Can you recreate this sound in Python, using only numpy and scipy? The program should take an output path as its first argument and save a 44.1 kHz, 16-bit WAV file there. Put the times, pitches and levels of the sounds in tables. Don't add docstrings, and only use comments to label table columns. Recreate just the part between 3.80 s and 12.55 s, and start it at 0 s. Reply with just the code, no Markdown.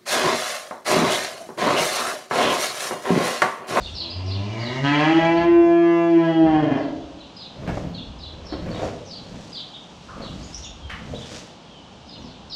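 import sys
import numpy as np
from scipy import signal
from scipy.fft import rfft, irfft, next_fast_len
from scipy.io import wavfile
from scipy.ndimage import uniform_filter1d, map_coordinates

SR = 44100
rng = np.random.default_rng(int(sys.argv[2]) if len(sys.argv) > 2 else 0)


def wav_record(signal):
    frames = np.transpose(np.atleast_2d(signal))
    bounded = np.clip(frames, -1, 1)
    quanta = np.round(bounded * 32767).astype(np.int16)
    wavfile.write(sys.argv[1], SR, quanta)


N = 385875
TIME = np.arange(N) / SR


def from_db(db):
    return 10 ** (np.asarray(db) / 20)


def rms_one(x):
    return x / np.sqrt(np.mean(x ** 2) + 1e-20)


def in_time(rows, t=TIME):
    s, *columns = np.transpose(rows)
    return [np.interp(t, s, c) for c in columns]


def at_hz(points, hz):
    f, value = np.transpose(points)
    return np.interp(np.log(hz + 1e-3), np.log(f), value)


def gate(t, start, end, fade):
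    return np.clip(1 + np.minimum(t - start, end - t) / fade, 0, 1)


def band(x, low_hz, high_hz):
    sos = signal.butter(2, [low_hz, min(high_hz, .45 * SR)], "band", fs=SR, output="sos")
    return signal.sosfilt(sos, x)


def colour(x, spectrum):
    size = next_fast_len(len(x))
    hz = np.arange(size // 2 + 1) * SR / size
    gain = from_db(at_hz(spectrum, hz)) * hz / (hz + 10)
    return rms_one(irfft(rfft(x, size) * gain, size)[:len(x)])


def drift(rate, t=TIME):
    knots = rng.standard_normal(8192)
    return np.interp(t * rate % 8191, np.arange(8192), knots)


def grains(per_s, spread_db):
    sizes = from_db(spread_db * np.minimum(rng.exponential(1, N), 4)) * rng.standard_normal(N)
    return rms_one(sizes * (rng.random(N) < per_s / SR))


def at_level(x, db):
    power = np.abs(uniform_filter1d(x * x, size=2048))
    return from_db(db) * x / np.sqrt(power + 1e-9)


def add(out, s, sound):
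    at = max(int(s * SR), 0)
    out[at:at + len(sound)] += sound


# (frequency [Hz], time to fall by 60 dB [s])
BARN = [(100,1.01),(400,1.195),(1000,0.54),(3000,0.61),(8000,0.31)]


def barn(x, wet_db):
    t, tail = TIME[:SR], 0
    edges = 45 * 2. ** np.arange(10)
    for low, high in zip(edges, edges[1:]):
        t60 = at_hz(BARN, np.sqrt(low * high))
        tail = tail + band(rng.standard_normal(SR), low, high) * from_db(-60 * t / t60)
    onset = np.clip(t / 0.0017 - .5, 0, 1)
    tail = rms_one(tail * onset) / np.sqrt(SR)
    wet = from_db(wet_db)
    return (x + wet * signal.fftconvolve(x, tail)[:N]) / np.sqrt(1 + wet ** 2)


# (frequency [Hz], relative level per Hz [dB])
AIR = [(20,-26.5),(170,6),(400,-4),(850,-2.5),(2000,-18.5),(3000,-9.5),(6400,-21.5),(9000,-36.5),(15000,-72)]
AIR_DB = -45
RUMBLE_DB, RUMBLE_SWING_DB, RUMBLE_TURNS_PER_S = -52.5, 11, 2.1


def background():
    air = from_db(AIR_DB) * colour(rng.standard_normal(N), AIR)
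    rumble_db = RUMBLE_DB + RUMBLE_SWING_DB * drift(RUMBLE_TURNS_PER_S)
    rumble = from_db(rumble_db) * rms_one(band(rng.standard_normal(N), 48, 86))
    return air + rumble


def chirp(length, start_hz, end_hz, warble=0.039, warble_rate=450, flutter=0.8):
    t = TIME[:int(length * SR)]
    hz = start_hz * (end_hz / start_hz) ** (t / length) * (1 + warble * drift(warble_rate, t))
    loudness = np.sin(np.pi * t / length) * np.exp(flutter * drift(warble_rate / 2, t))
    return loudness * np.sin(2 * np.pi * np.cumsum(hz) / SR)


def arch(length, top_hz, bend_octaves=0.42):
    u = np.linspace(-1, 1, int(length * SR))
    hz = top_hz / 2 ** (bend_octaves * u ** 2)
    return np.sqrt(1 - u ** 2) * np.sin(2 * np.pi * np.cumsum(hz) / SR)


# (time [s], start pitch [Hz], level [dB])
CHIRPS = [(0,4910,-36),(.128,5890,-30.5),(.45,5740,-38),(.8,5270,-38.5),(1.525,5750,-41),(2.941,6320,-53),(3.141,5210,-57),(3.385,4400,-45),(3.545,5720,-40),(4.125,4690,-38.5),
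          (4.38,5280,-41),(4.63,6460,-43),(4.9,4740,-42),(5.24,6580,-41),(5.711,5360,-34),(6.4,4910,-40),(6.824,4000,-38.5),(8.239,6240,-44.5),(8.38,6990,-50),(8.69,5760,-27.5)]
CHIRP_END_HZ, CHIRP_FALL_OCTAVES_PER_S = 3094, 6.6
# (time [s], top pitch [Hz], level [dB])
ARCHES = [(0.29,4990,-31),(.785,4880,-37),(5.93,3740,-34.5),(7.341,3920,-37),(7.405,3580,-37.5)]
ARCH_S = 0.043
# (time [s], level [dB])
FLICKS = [(6.594,-45.5),(6.724,-42),(6.804,-43)]
FLICK_S, FLICK_START_HZ, FLICK_END_HZ = 0.062, 4730, 7250
# (time [s], level [dB])
WHISTLES = [(6.99,-44.5),(7.845,-48.5)]
WHISTLE_S, WHISTLE_START_HZ, WHISTLE_END_HZ = 0.21, 3380, 2850


def birds(lower_ratio=.82, lower_db=-7, far_db=-65, far_hz=4300, count=30):
    far = [(s * N / SR, far_hz * 2 ** (high / 2), far_db) for s, high in rng.random((count, 2))]
    glides = [(s, FLICK_S, FLICK_START_HZ, FLICK_END_HZ, db) for s, db in FLICKS]
    for s, hz, level_db in CHIRPS + far:
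        length = np.log2(hz / CHIRP_END_HZ) / CHIRP_FALL_OCTAVES_PER_S
        glides.append((s, length, hz, CHIRP_END_HZ, level_db))
    harsh, pure = np.zeros((2, N + SR))
    for s, length, start_hz, end_hz, level_db in glides:
        upper = chirp(length, start_hz, end_hz)
        lower = chirp(length, lower_ratio * start_hz, lower_ratio * end_hz)
        add(harsh, s, from_db(level_db) * (upper + from_db(lower_db) * lower))
    for s, top_hz, level_db in ARCHES:
        add(pure, s, from_db(level_db) * arch(ARCH_S, top_hz))
    for s, level_db in WHISTLES:
        whistle = chirp(WHISTLE_S, WHISTLE_START_HZ, WHISTLE_END_HZ, warble=0.0068, flutter=0.16)
        add(pure, s, from_db(level_db) * whistle)
    return barn(harsh[:N], wet_db=3) + barn(pure[:N], wet_db=0.5)


def swell(s, build_s, fall_db_per_s, rise_db=14):
    rise = rise_db * (TIME - s) / build_s
    fall = fall_db_per_s * (s - TIME)
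    return from_db(np.maximum(np.minimum(rise, fall), -120))


# (peak time [s], build-up [s], thud level [dB], scrape level [dB])
STROKES = [(0.018,0.12,-44,-46),(1.77,0.57,-29,-40),(2.678,0.1,-26.5,-56.5),(3.904,0.12,-26.5,-31.5),(4.06,0.26,-30.5,-41),(4.885,0.17,-31,-34.5),(5.039,0.38,-32.5,-31.5),
           (5.55,0.2,-36,-43.5),(6.41,0.096,-37,-37),(6.56,0.26,-35,-49),(7.35,0.26,-34,-43),(7.55,0.28,-44,-43.5),(8.42,0.1,-37.5,-48)]
# (peak time [s], build-up [s], level [dB])
TOSSES = [(.1,1,-52),(1.35,0.98,-48),(3.97,0.16,-49),(5.05,0.19,-44),(5.7,0.41,-51),(6.8,1,-49),(7.56,0.26,-39.5)]
STROKE_FALL_DB_PER_S, TOSS_FALL_DB_PER_S = 103, 115.5
# (frequency [Hz], relative level per Hz [dB])
THUD = [(35,-2.5),(80,-0.5),(190,2.5),(300,-3.5),(600,-58.5)]
SCRAPE = [(150,-9.5),(270,-3),(550,8),(850,-5),(2400,-13.5),(7000,-50)]
STRAW = [(700,-18.5),(1500,-9),(5800,-7),(7500,-13),(15000,-45)]


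def bedding():
    thud_gain = scrape_gain = straw_gain = 0
    for s, build_s, thud_db, scrape_db in STROKES:
        push = swell(s, build_s, STROKE_FALL_DB_PER_S)
        thud_gain = np.maximum(thud_gain, from_db(thud_db) * push)
        scrape_gain = np.maximum(scrape_gain, from_db(scrape_db) * push)
    for s, build_s, level_db in TOSSES:
        straw_gain = straw_gain + from_db(level_db) * swell(s, build_s, TOSS_FALL_DB_PER_S)
    thud = thud_gain * colour(grains(1000, spread_db=-0.7), THUD)
    scrape = scrape_gain * colour(grains(1100, spread_db=-1.5), SCRAPE)
    straw = straw_gain * colour(grains(5000, spread_db=-2.5), STRAW)
    return barn(thud + scrape + straw, wet_db=-9.0)


# (time [s], pitch [Hz])
PITCH = [(.27,84.3),(.37,90.74),(.64,101.8),(1.04,139.4),(1.2,150.1),(1.33,163),(1.66,170.9),(2.28,168.6),(2.48,163.9),(2.64,160.9),(2.8,152.2),(2.97,132.7)]
JITTER = .005


def vocal_folds(t, rough, count=62):
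    pitch, = in_time(PITCH, t)
    wobble = JITTER * rough * drift(140, t) + 0.00056 * drift(21.77, t)
    cycles = np.cumsum(pitch * (1 + wobble)) / SR
    off = cycles - np.round(cycles)
    folds = rms_one(np.sinc((2 * count + 1) * off) / np.sinc(off))
    return pitch, cycles, folds


HUM_START_S, OPEN_S, END_S = 0.17, 1.052, 2.96
NASAL_DB, NASAL_SWELL_DB_PER_S = -46, 19.5
# (frequency [Hz], relative level [dB])
NOSE = [(120,-4),(190,2.5),(520,-5),(1000,-7),(1400,-21.5),(2500,-18),(2850,-6.5),(3200,-16.5),(6500,-24.5),(11000,-54)]
# (time [s], centre [Hz], level beside the nose [dB])
STRETCH = [(.62,2680,-16.5),(.8,2141,-3),(1.0,2090,-4)]


def nasal_overtones(t, pitch, cycles, folds, width_hz=170):
    stretch_hz, stretch_db = in_time(STRETCH, t)
    since = cycles % 1 / pitch
    sinking = rms_one(np.sin(2 * np.pi * stretch_hz * since) * np.exp(-np.pi * width_hz * since))
    nasal_db = NASAL_DB + NASAL_SWELL_DB_PER_S * (t - HUM_START_S)
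    return at_level(colour(folds, NOSE) + from_db(stretch_db) * sinking, nasal_db)


# (time [s], level [dB])
HUM = [(0.29, -47), (0.372, -30), (0.62, -26), (0.884, -38), (1.03, -22.5)]
# (time [s], level [dB])
BOOM = [(1.05,-17),(1.118,-11),(1.21,-27),(1.3,-12),(1.385,-7.5),(1.42,-28),(1.46,-16),(1.634,-16.5),(1.692,-5),(1.788,0.5),
        (2.23,-14),(2.374,-5.5),(2.448,-23.5),(2.63,-4.5),(2.8,-20),(2.84,-18.5),(2.96,-18)]


def chest(t, phase, shut, mouth, tiring, hum_octave_db=-14, fundamental_db=-25.0):
    hum_db, = in_time(HUM, t)
    boom_db, = in_time(BOOM, t)
    first, second = np.sin(phase), np.sin(2 * phase)
    hum = from_db(hum_db) * (first + from_db(hum_octave_db) * second)
    call = tiring * from_db(fundamental_db) * first + from_db(boom_db) * second
    return shut * hum + mouth * call


# (frequency [Hz], relative level [dB])
WIDE = [(310,-30),(420,12),(820,9),(1350,-3.5),(1700,0.5),(2000,-2),(2300,-15),(3250,-2.5),(3550,-21.5),(4250,-18.5),(6600,-31),(11000,-58.5)]
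ROUND = [(380,-42.5),(500,2),(1020,-1),(1550,-10.5),(2520,-5.5),(3700,-32.5),(6600,-30.5),(10000,-67)]
THROAT_DB = -24.5


def mouth_overtones(folds, opening, bright_db, split_hz=1200):
    voiced = opening * colour(folds, WIDE) + (1 - opening) * colour(folds, ROUND)
    throat = signal.sosfiltfilt(signal.butter(4, split_hz, fs=SR, output="sos"), voiced)
    return at_level(throat, THROAT_DB) + at_level(voiced - throat, bright_db)


def resonance(path, t, pitch, phase, width_hz, count=15):
    centre_hz, level_db = in_time(path, t)
    k = np.arange(3, count)[:, None]
    weights = 1 / (1 + ((k * pitch - centre_hz) / width_hz) ** 2)
    tone = np.sum(weights * np.sin(k * phase), axis=0)
    return from_db(level_db) * tone / np.sqrt(np.sum(weights ** 2, axis=0))


def boards(x, echo_s=.003, sway_s=.00016, sways_per_s=5, share=.55):
    lag = echo_s + sway_s * drift(sways_per_s)
    echo = map_coordinates(x, [(TIME - lag) * SR], order=3)
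    return (x + share * echo) / np.hypot(1, share)


# (time [s], mouth shape [0 rounded - 1 wide], roughness [0-1])
EFFORT = [(1.05,0.7,.35),(1.27,0.67,.45),(1.7,0.52,0.08),(2.2,0.35,0.08),(2.5,1,.15),(2.95,0.81,.9)]
# low one moving with the jaw, # upper one near 1.6 kHz,
# and one near 1 kHz ringing as the mouth rounds
LOW_VOWEL = [(1.06,760,-39),(1.32,810,-19),(1.66,742,-21.5),(1.92,660,-15),(2.04,687,-31),(2.36,676,-42.5),(2.53,704,-18),(2.76,754,-18.5),(2.88,482,-28.5)]
UPPER_VOWEL = [(1.05,1560,-29),(1.25,1640,-31),(1.66,1680,-37),(1.75,1544,-27.5),(2.27,1720,-51),(2.33,1670,-32.5),(2.85,1620,-35)]
RING_VOWEL = [(1.18,960,-25.5),(1.42,990,-48),(1.63,1006,-24),(1.96,1020,-46.5),(2.04,1053,-23),(2.28,1050,-22.5),(2.39,909,-46)]
BRIGHT_DB, BURST_DB, BURST_S = -33, 13, 0.5
RASP_DB, RASP_LOW_HZ, RASP_HIGH_HZ = -18, 3400, 4600
TIRE_S, TIRE_DB_PER_S = 2.724, 23
BREAK_S, BREAK_FADE_S, SPUTTER_PER_S, SPUTTER_DEPTH = 2.835, 0.043, 23, .75
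SHIMMER, GROWL = .55, .3


def calf():
    t = TIME[TIME < END_S + .1]
    opening, rough = in_time(EFFORT, t)
    pitch, cycles, folds = vocal_folds(t, rough)
    phase = 2 * np.pi * cycles
    shut = gate(t, HUM_START_S, OPEN_S, fade=0.01)
    mouth = gate(t, OPEN_S, END_S, fade=0.02)
    tiring = from_db(-TIRE_DB_PER_S * np.maximum(t - TIRE_S, 0))
    voice = mouth * tiring
    bright_db = BRIGHT_DB + BURST_DB * np.exp(-np.abs((t - OPEN_S) / BURST_S) ** 3)
    overtones = shut * nasal_overtones(t, pitch, cycles, folds)
    overtones = overtones + voice * mouth_overtones(folds, opening, bright_db)
    low_vowel = resonance(LOW_VOWEL, t, pitch, phase, width_hz=77)
    high_vowel = resonance(RING_VOWEL, t, pitch, phase, width_hz=82)
    vowel = voice * (low_vowel + high_vowel)
    twang = voice * resonance(UPPER_VOWEL, t, pitch, phase, width_hz=110)
    pulses = rms_one(band(folds, RASP_LOW_HZ, RASP_HIGH_HZ) * np.exp(drift(1, cycles) / 2))
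    rasp = voice * from_db(bright_db + RASP_DB) * pulses * np.exp(-((t - OPEN_S) / BURST_S) ** 2)
    tones = np.sqrt(2) * (chest(t, phase, shut, mouth, tiring) + vowel) + rasp
    breaking = gate(t, BREAK_S, np.inf, BREAK_FADE_S)
    sputter = 1 + SPUTTER_DEPTH * breaking * np.cos(2 * np.pi * SPUTTER_PER_S * (t - BREAK_S))
    uneven = rough * (SHIMMER * drift(77, t) + GROWL * drift(12, t) * np.cos(phase / 2))
    rest = (0, N - len(t))
    direct = barn(np.pad(tones * sputter * (1 + uneven / 2), rest), wet_db=-12)
    filling = barn(np.pad((overtones + twang) * sputter * (1 + uneven), rest), wet_db=3)
    return direct + boards(filling)


# (time [s], starting level [dB], centre [Hz], width [octaves], time to fall by 60 dB [s])
KNOCKS = [(3.875,-30.5,604,3.2,0.21),(3.889,-19,352,1.8,0.035),(3.971,-20,250,2.8,0.054),(4.723,-21,334,1.8,0.14),(5.022,-24,555,0.93,0.25),
          (6.285,-40,1200,0.43,1),(6.608,-30.5,160,3,0.068),(7.097,-31,1490,1.37,0.41),(7.336,-26.5,456,0.77,0.083)]


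def knocks():
    out = np.zeros(N + SR)
    t = TIME[:SR // 2]
    for s, level_db, centre_hz, octaves, t60 in KNOCKS:
        half = 2 ** (octaves / 2)
        crunch = rms_one(band(rng.standard_normal(len(t)), centre_hz / half, centre_hz * half))
        add(out, s, from_db(level_db) * crunch * from_db(-60 * t / t60))
    return barn(out[:N], wet_db=-7)


def scene():
    return (background() + birds() + bedding() + calf() + knocks())[None]


def record(dry, threshold_db=-24, reduction_share=0.39, cutoff_hz=16000):
    level_db = 10 * np.log10(np.abs(uniform_filter1d(dry * dry, size=4096)) + 1e-12)
    gain = from_db(-reduction_share * np.maximum(level_db - threshold_db, 0))
    return signal.sosfilt(signal.cheby2(12, 70, cutoff_hz, fs=SR, output="sos"), gain * dry)


dry = scene()
out = record(dry)
wav_record(out)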